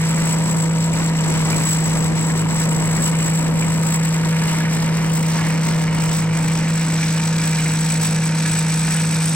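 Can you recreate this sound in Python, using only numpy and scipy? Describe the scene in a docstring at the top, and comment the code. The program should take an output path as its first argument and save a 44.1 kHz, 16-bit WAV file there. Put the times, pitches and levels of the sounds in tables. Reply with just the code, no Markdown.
"""An exhaust drones on one strong note: a tracked rice harvester, driving away from left towards centre.
Shafts hum, panels rumble, the threshing drum roars as it beats the stalks, and a cleaning fan whines.
A dry pulley squeals once a turn and straw hisses out at the back; both follow the uneven crop load.
Steel track links rattle throughout and clank from about 4 s on.
The drone overloads the two close microphones, so everything else is chopped at its crests."""
import sys
import numpy as np
from scipy.fft import rfft, irfft, next_fast_len
from scipy.io import wavfile
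from scipy.ndimage import map_coordinates

SR = 44100
rng = np.random.default_rng(int(sys.argv[2]) if len(sys.argv) > 2 else 0)


def file_out(sig):
    """Save sig as 16-bit WAV at sys.argv[1]."""
    # one column per channel
    cols = np.atleast_2d(sig).T
    # limit, then scale
    lim = np.clip(cols, -1, 1)
    pcm = np.round(lim * 32767).astype(np.int16)
    wavfile.write(sys.argv[1], SR, pcm)


N = 412335

# engine, sagging under load: (time [s], firing rate [Hz])
FIRING_HZ = [(0, 161.7), (.5, 162.2), (1.1, 163.1), (1.25, 159), (2, 160.7), (3.8, 162), (5.5, 161.6),
             (6.05, 160.7), (6.8, 162.4), (7.05, 160.6), (7.4, 162.1), (7.63, 158.2), (7.85, 160.3),
             (8.9, 160.2), (9.35, 161.1)]
# exhaust: (multiple of firing rate, relative level [dB])
EXHAUST_HARMONICS = [(1, 5.5), (2, -20), (3, -39.5)]
# drum and shafts: (frequency at nominal speed [Hz], level [dB])
SHAFT_TONES = [(54.2, -44), (108.4, -38), (181, -39), (190.3, -39.5), (199.3, -33.5), (217.5, -40),
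               (226.5, -37), (272, -43), (296.3, -39.5), (432, -52)]
# relative levels as the machine draws away and turns: (time [s], rumble [dB], roar [dB], hiss [dB])
NOISE_LEVELS_DB = [(0, -30.5, -31, -37), (.7, -31, -35, -40), (1.5, -29, -31, -36.5), (2.3, -29, -34, -41),
                   (4, -31.5, -33, -40.5), (4.6, -32.5, -31.5, -37.5), (6.3, -33.5, -33.5, -40),
                   (7.3, -36.5, -32, -35), (9.35, -37.5, -32.5, -34.5)]
# spectra of panels, drum via flank, drum via rear, pulley, straw: (frequency [Hz], relative density [dB])
PANEL_SPECTRUM = [(15, -9), (30, -7), (60, -3.5), (130, 5.5), (250, 1.5), (320, 0), (400, -5), (520, -5.5),
                  (700, -9.5), (870, -9.5), (970, -6), (1060, -9), (1600, -18.5), (4000, -34.5)]
FLANK_SPECTRUM = [(300, -24), (700, -1), (1100, 1), (1500, -1.5), (1720, 0.5), (2170, 4), (2600, -4),
                  (2900, -0.5), (3300, -11.5), (3800, -14), (5000, -14), (12000, -38)]
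REAR_SPECTRUM = [(300, -25), (780, -0.5), (1100, -6), (1480, 0.5), (1720, 1.5), (2000, -3), (2230, -1),
                 (2350, 4), (2520, 0), (2750, -3.5), (3050, -15.5), (4200, -10), (4600, -26), (12000, -47)]
SCRAPE_SPECTRUM = [(2000, -3), (4000, -2.5), (6000, 3.5), (8000, -1), (10000, -6), (12000, -10.5),
                   (16000, -22)]
STRAW_SPECTRUM = [(1500, -20), (3200, -1), (4100, 1), (4700, 0.5), (5700, 4.5), (6800, -1), (9000, -6.5),
                  (12000, -15), (16000, -49)]
# open rear turning to the listener: (time [s], share [0-1])
REAR_SHARE = [(0, 0), (4, 0.1), (6, 0.04), (7.3, 0.92), (9.35, 1)]
# fan whine: (time [s], pitch [Hz], level [dB])
FAN_WHINE = [(0, 943, -33), (2.5, 938, -35.5), (5.2, 926.6, -35), (6.3, 921, -39), (9.35, 920.4, -38.5)]
# pulley's steady rub: (time [s], relative level [dB])
RUB_DB = [(0, -30.5), (.55, -29), (1, -33.5), (1.5, -28.5), (2.1, -32.5), (3.2, -29), (4.3, -35),
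          (5.5, -35), (6.8, -31.5), (8.2, -29.5), (9.1, -28.5), (9.35, -27.5)]
# pulley's mode: (time [s], pitch [Hz])
SQUEAL_HZ = [(0, 7860), (1.1, 7760), (1.6, 7850), (2.8, 7860), (4.4, 7770), (7.4, 7830), (8.1, 7960),
             (9.35, 8098)]
# belt laps and sieve shakes tug at the load: (rate [Hz], first tug [s], swing [dB])
LOAD_CYCLES = [(2.88, 0.25, 0.78), (5.788, 0.14, 0.68), (9.052, 0.076, 1.0)]
# thick wads of crop: (time [s], length [s], squeal change [dB], hiss change [dB])
CROP_WADS = [(.62, 0.084, 3.5, -2), (1.7, .22, 9, 3), (2.624, 0.22, 4, 5.5), (3.06, 0.13, 3.5, 5),
             (3.9, 0.26, 6, 1.5), (4.481, .24, 6, 3.5), (4.752, .08, 7, 2), (5.19, 0.36, 5.5, -3.5),
             (5.332, 0.16, -1, 4.5), (5.69, 0.18, 7, 5), (6.099, 0.31, 3.5, 2.5), (7.04, .3, 1, 4),
             (8.057, 0.19, 8, 4.5), (8.929, .12, 5, 2.5), (9.157, 0.079, -0.5, 3.5)]
# drum briefly empty: (time [s], load drop [dB])
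LOAD_LULLS = [(.71, 5), (.9, 3.5), (1.12, 6), (2.12, 8), (2.45, 6), (3.52, 7), (4.66, 5), (5.08, 4),
              (5.89, 5), (6.29, 6.5), (8.19, 2.5), (8.32, 4.5)]
# track links and guides: (frequency [Hz], relative level [dB], t60 [s])
STEEL_MODES = [(1280, -7.5, 0.14), (1480, 1, 0.069), (1693, 1.5, 0.088), (1898, -3, .07), (2165, 1, 0.068),
               (2352, 3.5, 0.073), (2950, 3.5, 0.097)]
# loud track contacts: (time [s], relative level [dB], favoured pitch [Hz])
TRACK_CLANKS = [(3.9516, -20, 1658), (4.3662, -13, 1914), (4.4228, -16, 1690), (4.6054, -13.5, 1690),
                (5.3896, -16, 1638), (5.7084, -17, 1580), (5.8366, -17, 1720), (7.0294, -16, 2367),
                (7.42, -19, 2444), (7.5321, -18, 2300), (7.5868, -13, 2270), (7.6594, -14, 2240),
                (7.9006, -17, 2340), (8.1574, -23, 1520), (8.2358, -19, 2360), (8.4557, -15, 1720),
                (8.9476, -18, 1610), (9.1279, -17, 2620)]
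# machine position: (time [s], left lead [ms], left minus right for squeal and straw [dB])
POSITION = [(0, .1, 3), (2, .11, 5.5), (4.5, .082, 3.5), (5.4, 0.054, 1.5), (9.35, .031, 1)]
# noise at the two microphones: (frequency [Hz], correlation [0-1])
COHERENCE = [(40, 0.22), (100, 0.45), (250, 0.64), (400, 0.36), (900, 0.99), (2000, 1), (4000, 0.55),
             (6000, 0.83), (10000, 0.73), (15000, 0.6)]
# shading by the microphone housing: (frequency [Hz], left minus right [dB])
HOUSING_SIDE_DB = [(150, 0.5), (260, 0), (380, 1.5), (480, 1), (1500, -1), (1900, 1), (2350, -3),
                   (2900, -1.5), (3500, 2), (4500, 1.5), (5700, -2), (7500, -1), (15000, 1)]
# path round the housing: (frequency [Hz], extra right lag [rad])
HOUSING_LAG_RAD = [(50, .3), (160, 0), (400, 0.17), (1600, 0), (2300, 0.3), (3100, 0.54), (4500, 0)]

NOMINAL_FIRING_HZ, NOMINAL_PULLEY_HZ = 161.3, 54.25
HISS_DB_PER_LOAD_DB, ROAR_DB_PER_HISS_DB = 0.5, 0.37
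TIME_S = np.arange(N) / SR


def amp(db):
    """Decibels to gain."""
    return 10 ** (np.asarray(db) / 20)


def unit(x):
    """Scale to rms 1."""
    return x / np.sqrt(np.mean(x ** 2) + 1e-20)


def along(points, hz):
    """Read (frequency [Hz], value) points on a log axis."""
    point_hz, values = np.transpose(points)
    return np.interp(np.log(hz + 1), np.log(point_hz + 1), values)


def curves(rows):
    """Per-sample curve for each column after the time."""
    time_s, *columns = np.transpose(rows)
    return [np.interp(TIME_S, time_s, column) for column in columns]


def wobble(rate_hz, step=16):
    """Smooth random curve through knots at rate_hz."""
    grid = np.arange(0, N + step, step)
    knots = rng.standard_normal(int(N * rate_hz / SR) + 4)
    return np.interp(np.arange(N), grid, map_coordinates(knots, [grid * rate_hz / SR]))


def swell(centre_s, length_s):
    """Raised-cosine bump."""
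    return np.cos(np.pi * np.clip((TIME_S - centre_s) / length_s, -.5, .5)) ** 2


def angle(hz):
    """Running phase [rad] of a moving frequency."""
    return 2 * np.pi * np.cumsum(hz) / SR


def filtered(x, response):
    """Apply a frequency response."""
    size = next_fast_len(N + SR // 4)
    return irfft(rfft(x, size) * response(np.fft.rfftfreq(size, 1 / SR)), size)[..., :N]


def rush(spectrum, width=1):
    """Partly coherent stereo noise, rms 1; width scales the side signal."""
    def colour(hz):
        split_rad = np.arccos(np.clip(along(COHERENCE, hz), -1, 1)) / 2
        return amp(along(spectrum, hz)) * [np.cos(split_rad), np.sin(split_rad)]
    mid, side = filtered(rng.standard_normal((2, N)), colour)
    return unit(np.array([mid + width * side, mid - width * side]))


def ringing(phase, width_hz, skirt_hz):
    """Noise-driven resonance on a moving pitch."""
    noise = rng.standard_normal((2, N))
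    in_phase, quadrature = filtered(noise, lambda hz: 1 / (1 + 2j * hz / width_hz) / (1 + 1j * hz / skirt_hz))
    return unit(in_phase * np.cos(phase) + quadrature * np.sin(phase))


def panned(x, side_db):
    """Left louder than right by side_db."""
    return x * amp(np.array([side_db, -side_db]).reshape(2, -1) / 2)


def exhaust(firing_hz, start_db=-15.5, fade_db_per_s=0.13, waver_db=0.6):
    """The pipe passes little but the firing note, which wavers and slowly fades."""
    phase = angle(firing_hz)
    note = sum(amp(db) * np.sin(round(k) * phase) for k, db in EXHAUST_HARMONICS)
    return amp(start_db - fade_db_per_s * TIME_S + waver_db * wobble(14)) * unit(note)


def shafts(speed, waver_db=2.5, drift_hz=1.409):
    """Belt-driven parts hum in step with the engine, each slipping and wavering on its own."""
    hum = np.zeros(N)
    for hz, db in SHAFT_TONES:
        peak = np.sqrt(2) * amp(db + waver_db * wobble(9))
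        hum += peak * np.sin(angle(hz * speed + drift_hz * wobble(12)))
    return hum


def threshing(turn_rad, rumble_db, roar_db, beat_depth=0.073, clatter_db=1.42):
    """Panels rumble; the drum beats stalks in uneven clumps, heard through the flank or the open rear."""
    rear = np.clip(curves(REAR_SHARE)[0], 0, 1)
    width = 1 - rear  # narrows once the machine is straight ahead
    rumble = amp(rumble_db + 6 + 1.7 * wobble(8)) * rush(PANEL_SPECTRUM, width)
    beat = 1 + beat_depth * np.cos(turn_rad)
    clumps = unit(beat * amp(clatter_db * wobble(170) + 0.72 * wobble(10)))
    via_flank = np.sqrt(1 - rear) * rush(FLANK_SPECTRUM)
    via_rear = np.sqrt(rear) * rush(REAR_SPECTRUM, width)
    roar = amp(roar_db + 4) * clumps * (via_flank + via_rear)
    return panned(rumble, side_db=5.5 * width) + panned(roar, side_db=-.8)


def fan(drift_hz=3, fuzz_db=1.0):
    """One thin note, broken up by the air the fan stirs."""
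    pitch_hz, level_db = curves(FAN_WHINE)
    phase = angle(pitch_hz + drift_hz * wobble(15))
    fuzz = amp(fuzz_db) * ringing(phase, width_hz=40, skirt_hz=120)
    return amp(level_db) * unit(np.sqrt(2) * np.sin(phase) + fuzz)


def pulley(turn_rad, load_db, throb_db=5.5, lap_db=0.2, uneven_db=1.87,
           jitter_hz=115.1, echo_db=-7.0, scrape_db=-7.5):
    """A dry rub peaks once a turn, varying over three turns; it drives one high mode over a scrape."""
    rub_db, = curves(RUB_DB)
    pitch_hz, = curves(SQUEAL_HZ)
    turn_db = throb_db * np.cos(turn_rad + 0.22 * wobble(30))
    grip = unit(amp(turn_db + lap_db * np.cos(turn_rad / 3) + uneven_db * wobble(70)))
    # stick-slip jostles the pitch
    direct = np.sqrt(2) * np.sin(angle(pitch_hz + jitter_hz * wobble(600)))
    # panels scatter it differently to each microphone
    scattered = np.array([ringing(angle(pitch_hz), width_hz=210, skirt_hz=900) for _ in range(2)])
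    scrape = amp(scrape_db) * rush(SCRAPE_SPECTRUM)
    return amp(rub_db + load_db + 3.5) * grip * (direct + amp(echo_db) * scattered + scrape)


def straw(hiss_db, crackle_db=3.0):
    """Chopped straw spills from the back."""
    return amp(hiss_db + 5 + crackle_db * wobble(260)) * rush(STRAW_SPECTRUM)


def crop_feed(uneven_db=1.66, lull_s=0.14):
    """Tugs, chance, lulls and wads vary the load; returns (squeal change [dB], hiss change [dB])."""
    tugs_db = sum(db * np.cos(2 * np.pi * hz * (TIME_S - s)) for hz, s, db in LOAD_CYCLES)
    lulls_db = sum(db * swell(s, lull_s) for s, db in LOAD_LULLS)
    load_db = tugs_db + uneven_db * wobble(22) - lulls_db
    wads = np.array([swell(s, length_s) for s, length_s, _, _ in CROP_WADS])
    wad_squeal_db, wad_hiss_db = np.array(CROP_WADS)[:, 2:].T @ wads
    return load_db + wad_squeal_db, HISS_DB_PER_LOAD_DB * load_db + wad_hiss_db


def tracks(rattles=420, rattle_db=-34.0, scatter_db=4.5, clank_gain_db=-5.5, focus_hz=180):
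    """Links rattle at random and sometimes clank; each contact favours the steel modes near its pitch."""
    ring_s = np.arange(SR // 5) / SR
    mode_hz = np.array(STEEL_MODES)[:, 0]
    modes = np.array([amp(db - 60 * ring_s / t60_s) * np.sin(2 * np.pi * hz * ring_s)
                      for hz, db, t60_s in STEEL_MODES])
    rattle = np.column_stack([rng.uniform(0, N / SR, rattles),
                              rng.normal(rattle_db, scatter_db, rattles),
                              rng.choice(mode_hz, rattles)])
    clanks = np.add(TRACK_CLANKS, [0, clank_gain_db, 0])
    out = np.zeros(N + len(ring_s))
    for s, db, hz in np.vstack([clanks, rattle]):
        strengths = amp(db + rng.normal(0, 0.89, len(modes))) / (1 + np.abs(mode_hz - hz) / focus_hz)
        signs = rng.choice([-1, 1], len(modes))
        out[int(s * SR):][:len(ring_s)] += (strengths * signs) @ modes
    return out[:N]


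def housing(hz):
    """Stereo response: the shell favours either microphone and bends sound round to the right one."""
    lag = np.exp([[.5j], [-.5j]] * along(HOUSING_LAG_RAD, hz))
    return panned(lag, along(HOUSING_SIDE_DB, hz))


def left_first(stereo, lead_ms):
    """Sound reaches the left microphone ahead of the right."""
    shift_samples = lead_ms * SR / 1000 / 2
    return np.array([map_coordinates(channel, [np.arange(N) + sign * shift_samples], mode="nearest")
                     for channel, sign in zip(stereo, (1, -1))])


def overload(x, ceiling, hardness):
    """The input stage rounds off every crest."""
    return x / (1 + np.abs(x / ceiling) ** hardness) ** (1 / hardness)


def scene():
    """The engine paces exhaust, shafts, drum and pulley; the crop load sways squeal, hiss and roar."""
    firing_hz, = curves(FIRING_HZ)
    rumble_db, roar_db, hiss_db = curves(NOISE_LEVELS_DB)
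    lead_ms, side_db = curves(POSITION)
    speed = firing_hz / NOMINAL_FIRING_HZ
    turn_rad = angle(NOMINAL_PULLEY_HZ * speed)
    load_db, spill_db = crop_feed()
    machine = panned(pulley(turn_rad, load_db) + straw(hiss_db + spill_db), side_db)
    machine += threshing(turn_rad, rumble_db, roar_db + ROAR_DB_PER_HISS_DB * spill_db)
    machine += fan() + tracks()
    machine += panned(exhaust(firing_hz), side_db=-0.5) + shafts(speed)
    return left_first(filtered(machine, housing), lead_ms)


def record(dry, cutoff_hz=15830):
    """Overloaded microphones, then the band limit."""
    return filtered(overload(dry, ceiling=0.18, hardness=6.3), lambda hz: hz < cutoff_hz)


dry = scene()
out = record(dry)
file_out(out)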